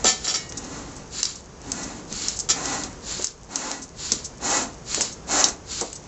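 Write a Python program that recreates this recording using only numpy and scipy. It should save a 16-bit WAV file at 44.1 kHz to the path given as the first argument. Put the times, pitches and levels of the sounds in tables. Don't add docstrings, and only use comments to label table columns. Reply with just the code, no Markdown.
import sys
import numpy as np
from scipy import signal
from scipy.fft import rfft, irfft, next_fast_len
from scipy.io import wavfile
from scipy.ndimage import map_coordinates

SR = 44100
rng = np.random.default_rng(int(sys.argv[2]) if len(sys.argv) > 2 else 0)


def store_wav(level_fs):
    pcm = np.round(np.clip(np.atleast_2d(level_fs), -1, 1) * 32767)
    wavfile.write(sys.argv[1], SR, pcm.T.astype(np.int16))


N = 267731


def amp(db):
    return 10 ** (np.asarray(db) / 20)


def unit(x):
    return x / np.sqrt(np.mean(x ** 2) + 1e-20)


def along(points, hz):
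    f, v = np.transpose(points)
    return np.interp(np.log(hz + 1), np.log(f + 1), v)


def curve(rows):
    return np.interp(np.arange(N) / SR, *np.transpose(rows))


def wobble(rate):
    knots = rng.standard_normal(int(N * rate / SR) + 4)
    return map_coordinates(knots, [np.arange(N) * rate / SR])


def filtered(x, response):
    m = next_fast_len(len(x) + SR // 4)
    hz = np.fft.rfftfreq(m, 1 / SR)
    return irfft(rfft(x, m) * response(hz), m)[:len(x)]


def coloured(x, spectrum):
    return unit(filtered(x, lambda hz: amp(along(spectrum, hz))))


def resonant(x, peaks):
    def response(f):
        return sum(amp(db) * 1j * f * w / (c * c - f * f + 1j * f * w) for c, w, db in peaks)
    return filtered(x, response)


def noise():
    return rng.standard_normal(N)


def grains(rate, spread_db):
    struck = rng.random(N) < rate / SR
    sign = rng.choice([-1, 1], N)
    return unit(struck * sign * amp(spread_db * np.clip(noise(), -2, 2)))


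def add(track, s, sound):
    part = track[round(s * SR):][:len(sound)]
    part += sound[:len(part)]


def stroke(length, t60, rise):
    t = np.arange(SR // 2) / SR
    return (1 - np.exp(-t / rise)) * amp(-60 * np.maximum(t - length, 0) / t60)


def burst(hz, width, t60, seconds):
    band = [(hz, width, 0)]
    decay = stroke(0.0019, t60, rise=0.00026)
    excitation = decay * rng.choice([-1., 1.], len(decay))
    sound = resonant(resonant(excitation, band), band)
    return sound / np.sqrt(np.mean(sound[:round(seconds * SR)] ** 2))


def ringing(modes):
    t = np.arange(SR // 2) / SR
    sound = 0
    for hz, db, t60 in modes:
        phase = rng.random()
        sound = sound + amp(db - 60 * t / t60) / np.sqrt(t60) * np.sin(2 * np.pi * (hz * t + phase))
    return sound / np.std(sound[:SR // 100])


SPEED_POWER = 4.38


def gust(start, length, peak):
    done = np.clip((np.arange(N) / SR - start) / length, 0, 1)
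    skew = np.log(.5) / np.log(peak)
    return np.abs(np.sin(np.pi * done ** skew)) ** SPEED_POWER


# f/Hz, relative level per Hz/dB
YARD_SPECTRUM = [(15, -30.5), (30, -7.5), (57, -1.5), (90, -7), (150, -5.5), (300, -12.5), (450, -10.5),
                 (600, -16), (1000, -18), (1400, -23), (2200, -28), (4000, -32), (6600, -23.5),
                 (8000, -34.5)]
# t/s, level/dB
RUMBLE_COURSE = [(0.0, -41.5), (0.03, -39), (0.1, -46), (0.96, -41.5), (1.32, -51.5), (1.69, -44),
                 (3.2, -43.5), (3.26, -54), (3.53, -47.5), (3.57, -57.5), (3.99, -46.5), (5.29, -43.5),
                 (5.95, -48.5), (6.07, -44)]
YARD_DB, YARD_SWING = -42, 0.74


def yard():
    rumble_db = curve(RUMBLE_COURSE)
    swing_db = YARD_SWING * (rumble_db - rumble_db.mean())
    return coloured(noise(), YARD_SPECTRUM) * amp(YARD_DB + swing_db + 0.26 * wobble(9))


# start t/s, length/s, peak flow level/dB, ceiling of the can's hum/dB,
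# both before the source gains and the effect of force
SQUEEZES = [(-.25, 0.53, -40, -39), (0.416, 1.0, -44, -35), (1.556, 0.77, -39.5, -35.5),
            (2.466, 0.7, -32.5, -36.5), (3.451, 0.59, -35, -40.5), (4.373, .48, -28, -36),
            (5.249, 0.41, -25, -36.5)]
# f/Hz, relative level per Hz/dB
JET_SPECTRUM = [(120, -33.5), (250, -2), (360, -1.5), (450, -3.5), (800, -1.5), (1400, -2.5), (2000, -12),
                (3100, -13.5), (4200, -6), (8000, -25)]
# f/Hz, width/Hz, relative level/dB
SPOUT_RESONANCES = [(703, 18, -7.5), (804, 110, 1.5), (870, 35, -3.5), (1032, 32, 1), (1173, 48, -7),
                    (1323, 43, -2), (1408, 27, -2.5), (1558, 21, -15), (1691, 44, -5), (1880, 49, -4.5),
                    (1956, 23, -5.5), (2173, 50, -11.5), (2500, 94, -7.5), (3720, 87, -12),
                    (4197, 42, -2.5)]
# f/Hz, relative level per Hz/dB
FUEL_SPECTRUM = [(2000, -41), (3300, -29), (4150, -12), (4700, -7.5), (5400, -0.5), (6300, 4.5), (7100, 7),
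                 (7600, 5), (8200, -27)]
# f/Hz, width/Hz, relative level/dB
CAVITY_RESONANCE = [(271.5, 34.3, 0)]
SQUEEZE_PEAK = 0.31
HUM_ONSET_DB, FIRM_DB = -49.5, -26.5
HUM_GROWS, HISS_GROWS = .11, .22


def puffs():
    flow = amp(-120)
    humming = 0
    for start, length, db, hum_db in SQUEEZES:
        puff = amp(db) * gust(start, length, SQUEEZE_PEAK)
        drive = (puff / amp(HUM_ONSET_DB)) ** 1.55
        flow = flow + puff
        humming = humming + amp(hum_db) * drive / (1 + drive)
    force_db = 20 * np.log10(flow) - FIRM_DB

    jet = amp(-1.24) * coloured(noise(), JET_SPECTRUM)
    spout = amp(-1.5) * unit(resonant(noise(), SPOUT_RESONANCES))
    roar = jet + spout
    fuel = coloured(noise() + .5 * grains(1500, 3.3), FUEL_SPECTRUM)
    hiss = fuel * amp(3.5 + HISS_GROWS * force_db + 1.1 * wobble(40))
    hum = unit(resonant(noise(), CAVITY_RESONANCE)) * humming * amp(HUM_GROWS * force_db)
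    return (roar + hiss) * flow * amp(1.44 * wobble(25)) + hum


def fabric(slips):
    band = [(6370, 2800, 0.0048)]  # f/Hz, width/Hz of each pass, level/dB
    return unit(resonant(resonant(slips, band), band))


def stray_ticks():
    return amp(-58.5) * fabric(grains(30, 4))


# t/s, level/dB, length/s, t60/s, weight of the low tones/dB
SCRAPES = [(0.041, -26, 0.0083, 0.065, -11), (0.052, -19.5, 0.0088, 0.055, 1.5),
           (0.066, -16.5, 0.021, 0.23, -3.5), (0.2434, -26, 0.0099, 0.093, -5.5),
           (0.277, -25, 0.035, 0.12, -1), (0.34, -25, 0.016, 0.17, -2), (2.489, -20, 0.0076, 0.061, -3.5),
           (2.5, -15.5, 0.01, 0.11, -6)]
# f/Hz, relative energy level/dB, t60/s
TIN_MODES = [(476.6, -12.5, 0.23), (746, -2.5, 0.1), (1319, 3, 0.09), (1770, -3.5, 0.42), (2070, -15, 0.31),
             (2314, -7.5, 0.4), (2500, -17, 0.37), (3154, -3.5, 0.19), (3413, -2.5, 0.19), (3610, -17, .22),
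             (3883, -3, 0.2), (3990, -2.5, 0.11), (4434, -1, .16), (4780, -0.5, .16), (4900, -6, 0.12),
             (5450, -2, .2), (5690, -2.5, .15), (6065, -5.5, 0.17), (6300, -9, 0.15), (6800, -8, .18),
             (7270, 3.5, 0.067)]
# f/Hz, relative level per Hz/dB
GRIT_SPECTRUM = [(150, -14.5), (350, -3.5), (900, -9.5), (2500, -8), (4000, -5.5), (5500, -3), (7200, 2),
                 (8200, -16.5)]


def scrapes():
    out = np.zeros(N)
    for s, db, length, t60, weight_db in SCRAPES:
        tin = ringing(TIN_MODES)
        size = len(tin)
        drag = stroke(length, t60, rise=0.00076) * amp(1.0 * wobble(220)[:size])
        catches = drag * grains(3000, 1.5)[:size]
        ring = signal.fftconvolve(catches, tin / np.linalg.norm(tin))[:size]
        grit = drag * coloured(grains(4000, 1.85)[:size], GRIT_SPECTRUM)
        touch = amp(-5.5) * ring + amp(-1.5) * grit + amp(-5.0) * tin
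        tilt = [(1500, weight_db), (4800, 0.0038)]  # f/Hz, level/dB
        add(out, s, amp(db) * filtered(touch, lambda hz: amp(along(tilt, hz))))
    return out


# t/s, level of the crack/dB, f/Hz, crinkle that follows re crack/dB, tap re crack/dB
SNAPS = [(0.044, -15.5, 6030, -7, -26.5), (.270, -30.5, 5400, -24, 1), (0.5223, -29.5, 6070, -11, -8),
         (1.23, -14, 5360, -22, -15.5), (1.253, -17.5, 5270, -25, -35), (1.7179, -17.5, 6230, -17, -21),
         (2.1253, -25.5, 6460, -12, -14), (2.283, -14.5, 6300, -7, -20.5), (2.39, -20.5, 6660, -12, -21),
         (2.502, -19.5, 6000, -16, -13), (2.655, -24, 6300, -1, -15), (2.835, -27, 6070, -1.5, -21),
         (3.2225, -25.5, 6900, -6, -16), (3.2432, -16.5, 6700, -5.5, -16), (3.2697, -22.5, 5900, -22, -34),
         (3.557, -18, 6040, -5.5, -15.5), (3.7142, -22.5, 5770, -15, -10), (4.1189, -14, 6100, 1, -16.5),
         (4.945, -21.5, 6900, -3, -2.5), (5.0086, -17.5, 6770, -6, -6), (5.4409, -9, 5670, -8.5, -25),
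         (5.4855, -23, 6460, -1.5, -15), (5.717, -32, 6840, -16, -21), (5.811, -21, 6900, -4.5, -28),
         (5.929, -31.5, 7100, -4, -11.5)]
# f/Hz, width of each pass/Hz, level/dB
TAP_RESONANCE = [(1700, 4100, 0)]


def snaps():
    out = np.zeros(N)
    impulse = signal.unit_impulse(SR // 50, SR // 1000)
    tap = resonant(resonant(impulse, TAP_RESONANCE), TAP_RESONANCE)
    tap = tap / np.std(tap[:SR // 300])
    for s, db, hz, crinkle_db, tap_db in SNAPS:
        crack = burst(hz, width=2400, t60=.009, seconds=0.0018)
        crinkle = burst(hz, width=3900, t60=0.041, seconds=0.0026)
        add(out, s, amp(db) * (crack + amp(crinkle_db) * crinkle))
        add(out, s, amp(db + tap_db) * tap)
    return out


# t/s, level before the mix of thud and body/dB, f/Hz, t60 of the body's drive/s
BUMPS = [(0.044, -20.5, 310, 0.058), (0.046, -25, 754, 0.17), (2.111, -34.5, 210, 0.14),
         (3.194, -31.5, 404, 0.13), (4.122, -29, 260, 0.076), (4.974, -29.5, 438, 0.19),
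         (5.003, -27.5, 473, 0.11), (5.811, -25, 475, 0.19)]


def bumps():
    out, t = np.zeros(N), np.arange(SR // 2) / SR
    for s, db, hz, t60 in BUMPS:
        thud = np.sin(2 * np.pi * hz * t) * amp(-60 * t / (t60 / 4))
        body = burst(hz, width=1.18 * hz, t60=t60, seconds=0.024)
        add(out, s, amp(db) * (0.91 * thud + 0.62 * body))
    return out


# start t/s, length/s, peak level before taut drop and gain/dB, folds taut at t/s
REFILLS = [(.1, 0.71, -38.5, 0.48), (1.087, 0.51, -29.5, 1.2), (2.058, 0.63, -30.5, 2.35),
           (2.998, 0.52, -31, 3.32), (3.93, 0.58, -32.5, 4.2), (4.833, 0.49, -29, 5.13),
           (5.636, 0.54, -31.5, 5.82)]
# f/Hz, relative level per Hz/dB
INTAKE_SPECTRUM = [(100, -11), (280, 0.5), (650, -12.5), (1350, -4.5), (1900, -7), (2900, -5), (3500, -3.5),
                   (4000, 1.5), (4500, 3.5), (5400, 0), (6300, 1.5), (7300, 7), (8200, -15.5)]
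REFILL_PEAK = 0.27
TAUT_DB, TAUT_S = -5.5, .01


def refill():
    t = np.arange(N) / SR
    flow = 0
    for start, length, db, taut in REFILLS:
        tautness = np.clip((t - taut) / TAUT_S, 0, 1)
        flow = flow + amp(db + TAUT_DB * tautness) * gust(start, length, REFILL_PEAK)
    hiss = coloured(noise() + .4 * grains(700, 3.9), INTAKE_SPECTRUM)
    return hiss * flow * amp(0.7 + 1.3 * wobble(35))


# t/s, level before flutter/dB
CHATTERS = [(0.281, -24.5), (0.294, -29), (0.342, -24), (1.233, -31), (1.253, -33), (5.443, -25.5)]
# f/Hz, relative energy level/dB, t60/s
LID_MODES = [(4600, -6.5, 0.16), (4890, -5, 0.12), (5560, -2, 0.071), (5600, -1, 0.078)]


def lid():
    out = np.zeros(N)
    for s, db in CHATTERS:
        add(out, s, amp(db) * ringing(LID_MODES))
    return out * amp(2.3 * wobble(350))


# f/Hz, level/dB, t60/s
GUARD_MODES = [(1896, -44.5, 1.9), (2130, -47, 0.52), (2220, -37.5, 0.43), (2891, -48, 1.1)]
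GUARD_AT = 0.343


def guard():
    out, t = np.zeros(N), np.arange(SR) / SR
    wire = sum(amp(db - 60 * t / t60) * np.sin(2 * np.pi * hz * t) for hz, db, t60 in GUARD_MODES)
    add(out, GUARD_AT, wire)
    return out


# t/s, level/dB, length/s
CREAKS = [(0.489, -35.5, .01), (0.57, -28, 0.012), (0.641, -35.5, 0.0075), (0.962, -36.5, .006),
          (1.355, -33.5, 0.0036), (1.828, -31, 0.016), (2.36, -32, 0.014), (2.395, -22, 0.0083),
          (3.816, -35.5, 0.022), (4.2418, -28.5, 0.017), (5.011, -18, 0.0096), (5.119, -37, 0.016),
          (5.953, -35, .011)]


def creaks():
    rubbing = np.zeros(N)
    for s, db, length in CREAKS:
        add(rubbing, s, amp(db) * stroke(length, t60=0.044, rise=0.0024))
    return rubbing * fabric(grains(5100, 2.1))


# f/Hz, t60/s
FENCE_DECAY = [(200, 0.34), (2000, 0.24), (8000, 0.17)]


def echoes(x):
    hz, t, z = signal.stft(rng.standard_normal(SR // 3), SR, nperseg=256)
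    decay = amp(-60 * t / along(FENCE_DECAY, hz)[:, None])
    tail = signal.istft(z * decay, SR, nperseg=256)[1]
    delayed = np.pad(x, (SR // 200, 0))
    diffuse = signal.fftconvolve(delayed, tail / np.linalg.norm(tail))[:N]
    early = filtered(x, lambda f: np.exp(-2j * np.pi * f * .0041) + np.exp(-2j * np.pi * f * .0051))
    return amp(-10.5) * diffuse + amp(-20.5) * early


def scene():
    smoker = puffs() + stray_ticks() + scrapes() + snaps() + bumps() + refill() + lid() + guard() + creaks()
    return (yard() + smoker + echoes(smoker))[None]


TOP_HZ = 8000


def record(dry):
    rounded = dry / (1 + np.abs(dry / .8) ** 4) ** (1 / 4)
    return np.array([filtered(x, lambda hz: 1 / np.sqrt(1 + (hz / TOP_HZ) ** 130)) for x in rounded])


dry = scene()
out = record(dry)
store_wav(out)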